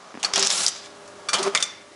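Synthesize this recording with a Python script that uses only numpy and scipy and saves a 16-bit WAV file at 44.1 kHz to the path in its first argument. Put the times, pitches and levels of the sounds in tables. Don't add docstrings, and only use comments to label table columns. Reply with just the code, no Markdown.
import sys
import numpy as np
from scipy import signal
from scipy.fft import rfft, irfft
from scipy.io import wavfile

SR = 44100
rng = np.random.default_rng(int(sys.argv[2]) if len(sys.argv) > 2 else 0)


def generate_wav(sig):
    pcm = np.round(np.clip(np.atleast_2d(sig).T, -1, 1) * 32767).astype(np.int16)
    wavfile.write(sys.argv[1], SR, pcm)


N = 85995
EDGE_HZ = 11080
# f/Hz, level/dB
PAPER_SPECTRUM = [(60, -49), (250, -24), (600, -4.5), (1200, -2.5), (2000, -2), (2800, 1), (3700, 4.5),
                  (4500, 3), (5500, 4.5), (6400, 2), (7400, 3.5), (8500, -2), (11000, -6)]


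def amp(db):
    return 10 ** (np.asarray(db) / 20)


def unit(x):
    return x / np.sqrt(np.mean(x ** 2) + 1e-20)


def at_hz(points, hz):
    f, value = np.transpose(points)
    return np.interp(np.log(hz + 1), np.log(f + 1), value)


def bump(hz, centre_hz, width_oct):
    return np.exp(-(np.log2((hz + 1) / centre_hz) / width_oct) ** 2)


def gain_curve(points, column=1):
    points = np.array(points)
    return amp(np.interp(np.arange(N) / SR, points[:, 0], points[:, column]))


def add(mix, start_s, sound):
    part = mix[round(start_s * SR):][:len(sound)]
    part += sound[:len(part)]


def colour(x, shape_db):
    hz = np.fft.rfftfreq(len(x), 1 / SR)
    return unit(irfft(rfft(x) * amp(shape_db(hz)) * (hz < EDGE_HZ), len(x)))


def drift(rate_hz):
    return colour(rng.standard_normal(N), lambda hz: -10 * np.log10(1 + (hz / rate_hz) ** 4))


def grains(clicks_per_s=2500, spread_db=2, click_share=0.57):
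    size = amp(spread_db * np.minimum(rng.exponential(1, N), 4))
    clicks = size * rng.choice([-1, 1], N) * (rng.random(N) < clicks_per_s / SR)
    return np.sqrt(click_share) * unit(clicks) + np.sqrt(1 - click_share) * rng.standard_normal(N)


def burst(envelope, shape_db, size=2048):
    hz = abs(np.fft.fftfreq(size, 1 / SR))
    log_gain = np.log(amp(shape_db(hz)) / (1 + (hz / EDGE_HZ) ** 40) + 1e-4)
    body = np.fft.ifft(np.exp(np.conj(signal.hilbert(log_gain)))).real[:size // 2]
    impacts = envelope * rng.standard_normal(len(envelope))
    for _ in range(2):
        whitened = irfft(np.exp(1j * np.angle(rfft(impacts))), len(envelope))
        impacts = envelope * np.sign(whitened)
    return signal.fftconvolve(impacts, body / np.linalg.norm(body))[:len(envelope)]


def ring(modes, t):
    power = sum(amp(db) ** 2 for _, db, _ in modes) / 2
    return sum(amp(db) * np.exp(-np.log(1000) * t / t60_s) * np.sin(2 * np.pi * hz * t)
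               for hz, db, t60_s in modes) / np.sqrt(power)


def room(x, early_db=-9, tail_db=-14.5):
    # f/Hz, t60/s
    decay_times = [(100, 0.13), (500, 0.77), (2000, 0.83), (5000, 0.54), (8000, 0.23), (11000, 0.27)]
    t = np.arange(SR) / SR
    early = rng.standard_normal(SR) * (rng.random(SR) < 1500 / SR)
    early *= (t > 0.002) * np.exp(-t / 0.0082)
    hz, frame_s, bands = signal.stft(rng.standard_normal(SR), SR, nperseg=256)
    bands *= np.exp(-np.log(1000) * frame_s / at_hz(decay_times, hz)[:, None])
    tail = signal.istft(bands, SR, nperseg=256)[1][:SR] * np.minimum(t / 0.029, 1)
    echo = amp(early_db) * early / np.linalg.norm(early) + amp(tail_db) * tail / np.linalg.norm(tail)
    return signal.fftconvolve(x, echo)[:N]


def fan(flutter_db=0.73):
    # f/Hz, level/dB
    spectrum = [(20, -23), (50, -26), (100, -13), (190, -11), (320, -3.5), (450, -9), (590, -3.5),
                (800, -7.5), (1370, -10), (2250, -15.5), (4000, -17), (6200, -18), (9000, -22),
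                (11000, -26.5)]
    # t/s, level/dB
    swell = [(0, -62), (.5, -50.5), (1.2, -48), (1.95, -50)]
    air = colour(rng.standard_normal(N), lambda hz: at_hz(spectrum, hz))
    return gain_curve(swell) * air * amp(flutter_db * drift(25))


def hum(wobble=0.00565):
    # f/Hz, level/dB
    partials = [(100, -70.5), (195, -68), (403.7, -57), (590, -56.5), (834, -68.5), (1136, -67),
                (1184, -74.5), (1227, -82.5), (1416, -66.5), (1658, -66.5)]
    # t/s, gain/dB
    swell = [(0, -6), (.7, -0.5), (.95, 3.5), (1.25, 4.5), (1.8, -2.5), (1.95, -1.5)]
    out = np.zeros(N)
    for hz, db in partials:
        phase = 2 * np.pi * np.cumsum(hz * (1 + wobble * drift(14.5))) / SR
        out += amp(db) * unit(np.sin(phase) * (1 + 0.1 * drift(6)))
    return gain_curve(swell) * out


def drive(drone_hz=392, wobble=0.0126, pulse_depth=0.096):
    # t/s, rattle/dB, drone/dB
    levels = [(.23, -46, -70), (.26, -37, -82), (.32, -39, -48), (.36, -44, -38), (.38, -22.5, -53),
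              (.40, -34, -30), (.45, -31.5, -37.5), (.48, -39.5, -58), (.6, -34.5, -48), (.7, -50, -62),
              (1.0, -50.5, -84), (1.31, -47.5, -70), (1.34, -27, -47), (1.38, -30, -47),
              (1.405, -29.5, -25), (1.44, -32.5, -42.5), (1.455, -26.5, -27.5), (1.477, -25, -19.5),
              (1.495, -35.5, -28), (1.52, -40, -41), (1.56, -34.5, -64), (1.7, -51, -75), (1.8, -72, -68)]
    # f/Hz, level/dB
    gear_spectrum = [(50, -49), (130, -17), (185, 3.5), (270, -5), (450, -0.5), (600, 4.5), (850, 2),
                     (1050, 2.5), (1230, 5), (1600, -4.5), (3200, -11), (6000, -12), (11000, -23.5)]
    phase = 2 * np.pi * np.cumsum(drone_hz * (1 + wobble * drift(40))) / SR
    drone = np.sin(phase) + amp(-22.5) * np.sin(phase / 2) + amp(-17.5) * np.sin(1.5 * phase)
    pulsing = 1 + pulse_depth * np.cos(phase / 2)
    rattle = colour(grains() * pulsing, lambda hz: at_hz(gear_spectrum, hz))
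    return gain_curve(levels, column=1) * rattle + gain_curve(levels, column=2) * unit(drone)


def knocks(push_s=0.00014, swing_hz=239, decay_s=0.0068):
    # t/s, level/dB
    hits = [(.1430, -25), (0.1524, -23.5), (0.1744, -22.5)]
    out, t = np.zeros(N), np.arange(SR // 20) / SR
    push = -np.exp(-((t - push_s) / push_s) ** 2)
    swing = np.cos(2 * np.pi * swing_hz * (t - 0.001)) * np.exp(-t / decay_s) * (t > 2 * push_s)
    for start_s, db in hits:
        add(out, start_s, amp(db) * (push + 0.41 * swing))
    return out


def lever_clacks(ring_rise_s=0.0015, low_cut_db_per_oct=4.5):
    # (1/s, sign ignored)
    blows = [(.196, -44, 3100, 11, .001, 0.024, -58, -57, -60, 20),
             (.229, -19, 3100, 7, 0.0011, 0.0044, -41, -45, -40, 60),
             (0.2361, -21.5, 810, 15, 0.0017, .005, -48, -53, -38, 10),
             (0.2461, -21, 1300, 10, 0.0017, 0.0096, -25, -53, -11.5, 45),
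             (1.076, -40, 3540, -9, .001, 0.003, -70, -72.5, -70, 20),
             (1.2863, -22.5, 1380, 9.5, 0.0053, 0.01, -19.5, -45, -50, 15),
             (1.331, -15.5, 1190, 8, .003, 0.015, -21.5, -47, -22, 6),
             (1.3402, -20.5, 600, 14, 0.00069, 0.0082, -23.5, -31, -44, 25),
             (1.342, -23.5, 3150, 28, .001, .02, -47, -43, -50, 23),
             (1.3846, -26.5, 4470, 8, 0.0011, 0.016, -48, -48, -45, 20),
             (1.427, -20.5, 4480, 0.5, 0.0037, 0.0065, -32, -58, -28, 13),
             (1.549, -12.5, 1360, 8.5, 0.00034, .007, -22.5, -39, -43, -2),
             (1.5496, -15.5, 2170, 17.5, .0006, 0.011, -50, -51, -57, 5),
             (1.5742, -18.5, 3320, 10.5, 0.00038, 0.0036, -38, -23, -51, 110),
             (1.602, -27.5, 1430, 2, 0.00066, 0.017, -56, -36, -49, 40),
             (1.625, -13.5, 6050, 5, 0.0017, .005, -28.5, -20, -42.5, 8)]
    # f/Hz, level/dB
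    spectrum = [(40, -7), (200, 0.5), (500, 2), (1300, 3.5), (2300, 1.5), (2900, 1), (4200, 1.5),
                (6500, 3.5), (8300, -1), (11000, -9)]
    # f/Hz, level/dB, t60/s
    frame_modes = [(1203, 1.5, 0.14), (1279, -8.5, 0.17), (1388, -7.5, 0.21), (1900, -27, .08),
                   (2320, -31, 0.043), (2370, 1, 0.16), (3463, 0.5, .08), (4538, 6, 0.096),
                   (5600, -1, 0.079), (5790, -1.5, 0.23), (6890, -23, 0.07), (8100, -0.5, 0.052),
                   (9210, -6.5, 0.08)]
    plate_modes = [(3060, -2, 0.066), (3530, 7.5, 0.09), (3528, -6, 0.4), (3540, -7.5, 0.58),
                   (3597, 2, 0.12), (5884, -6, .18), (7370, -8, 0.17)]
    pawl_modes = [(4370, -2, .05), (4605, 2, 0.11), (4400, 7.5, .05), (5640, -6, 0.091)]
    cracks, rings, t = np.zeros(N), np.zeros(N), np.arange(SR // 2) / SR
    frame, plate, pawl = ring(frame_modes, t), ring(plate_modes, t), ring(pawl_modes, t)
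    for start_s, db, low_hz, lift_db, attack_s, decay_s, frame_db, plate_db, pawl_db, damping in blows:
        def crack_db(hz):
            resonance_db = lift_db * bump(hz, low_hz, width_oct=0.3)
            below_oct = np.clip(np.log2(low_hz / (hz + 1)), 0, 3)
            return at_hz(spectrum, hz) + resonance_db - low_cut_db_per_oct * below_oct

        envelope = np.minimum(t / attack_s, 1) * np.exp(-np.maximum(t - attack_s, 0) / decay_s)
        add(cracks, start_s, amp(db) * burst(envelope, crack_db))
        steel = amp(frame_db) * frame + amp(plate_db) * plate + amp(pawl_db) * pawl
        add(rings, start_s, steel * np.minimum(t / ring_rise_s, 1) * np.exp(-abs(damping) * t))
    return cracks, rings


def tape_hiss(treble_hz=7560):
    # t/s, level/dB
    slide = [(.32, -56), (.335, -34), (.355, -26), (.366, -25), (.42, -25), (.44, -24), (.474, -28),
             (.481, -45), (.496, -29.5), (.505, -24), (.56, -28), (.60, -26.5), (.625, -30), (.643, -22.5),
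             (.66, -32.5), (.688, -26), (.696, -59), (.76, -38.5), (.82, -48.5), (.86, -43), (.89, -65)]
    # t/s, (1 + net treble gain)/dB
    brightness = [(.35, -3), (.45, 1.5), (.49, 4.5), (.54, 8), (.64, 9), (.68, 5.5), (.72, 3.5)]
    hiss = colour(grains(), lambda hz: at_hz(PAPER_SPECTRUM, hz))
    high_pass = 1 - 1 / (1 + (np.fft.rfftfreq(N, 1 / SR) / treble_hz) ** 10)
    treble = irfft(rfft(hiss) * high_pass, N)
    treble_gain = gain_curve(brightness) - 1
    return gain_curve(slide) * (hiss - treble + treble_gain * treble)


def tape_snaps(release_s=0.00032, thud_hz=81.5, thud_rise_s=0.0016, thud_decay_s=0.0046):
    # t/s, level/dB, centre/Hz, decay/s, slap lift/dB, thud/dB
    snaps = [(0.3361, -12.5, 5400, 0.0034, 7.5, -36), (0.3582, -8, 5750, 0.0017, 4.5, -55),
             (0.3606, -17, 3380, 0.0068, 10, -63), (.3788, -13, 4230, 0.0019, -8, -57),
             (0.3932, -17, 6650, 0.0082, -10, -60), (0.4262, -8, 5100, 0.0019, 4.5, -55),
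             (0.4313, -15, 5800, 0.0034, 4, -76), (0.4478, -16.5, 5740, 0.0037, -10, -55),
             (.465, -16, 7700, 0.0032, 4, -53), (0.4711, -6.5, 5700, .0014, -20, -58),
             (0.5031, -12.5, 5450, 0.0028, 2, -63), (.511, -20.5, 3580, 0.0062, 8, -69),
             (0.525, -19, 7200, .004, -11, -65), (0.574, -22, 5500, 0.011, -9, -65),
             (0.605, -19.5, 5600, 0.0049, 8, -65), (0.632, -28, 7400, 0.011, -3, -41),
             (0.6639, -5.5, 5250, 0.0017, -22, -43), (0.6808, -13, 5860, 0.0028, -23, -66),
             (0.6858, -18, 7600, 0.0026, -8, -65)]
    out, t = np.zeros(N), np.arange(SR // 10) / SR
    thud = np.sin(2 * np.pi * thud_hz * t) * np.exp(-t / thud_decay_s) * np.minimum(t / thud_rise_s, 1)
    for start_s, db, centre_hz, decay_s, slap_lift_db, thud_db in snaps:
        def snap_db(hz):
            peak_db = 8.5 * bump(hz, centre_hz, width_oct=0.26)
            slap_db = slap_lift_db * bump(hz, centre_hz=1500, width_oct=1.05)
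            return at_hz(PAPER_SPECTRUM, hz) + peak_db + slap_db

        envelope = np.minimum(t / release_s, 1) * np.exp(-t / decay_s)
        add(out, start_s, amp(db) * burst(envelope, snap_db) + amp(thud_db) * thud)
    return out


def scene():
    cracks, rings = lever_clacks()
    knocks_cracks_and_tape = knocks() + cracks + tape_hiss() + tape_snaps()
    reflections = room(knocks_cracks_and_tape + 0.35 * rings)
    return (knocks_cracks_and_tape + rings + reflections + drive() + hum() + fan())[None]


def record(dry):
    low_pass = signal.firwin(401, EDGE_HZ, window=("kaiser", 8), fs=SR)
    return signal.oaconvolve(dry, low_pass[None], "same")


dry = scene()
out = record(dry)
generate_wav(out)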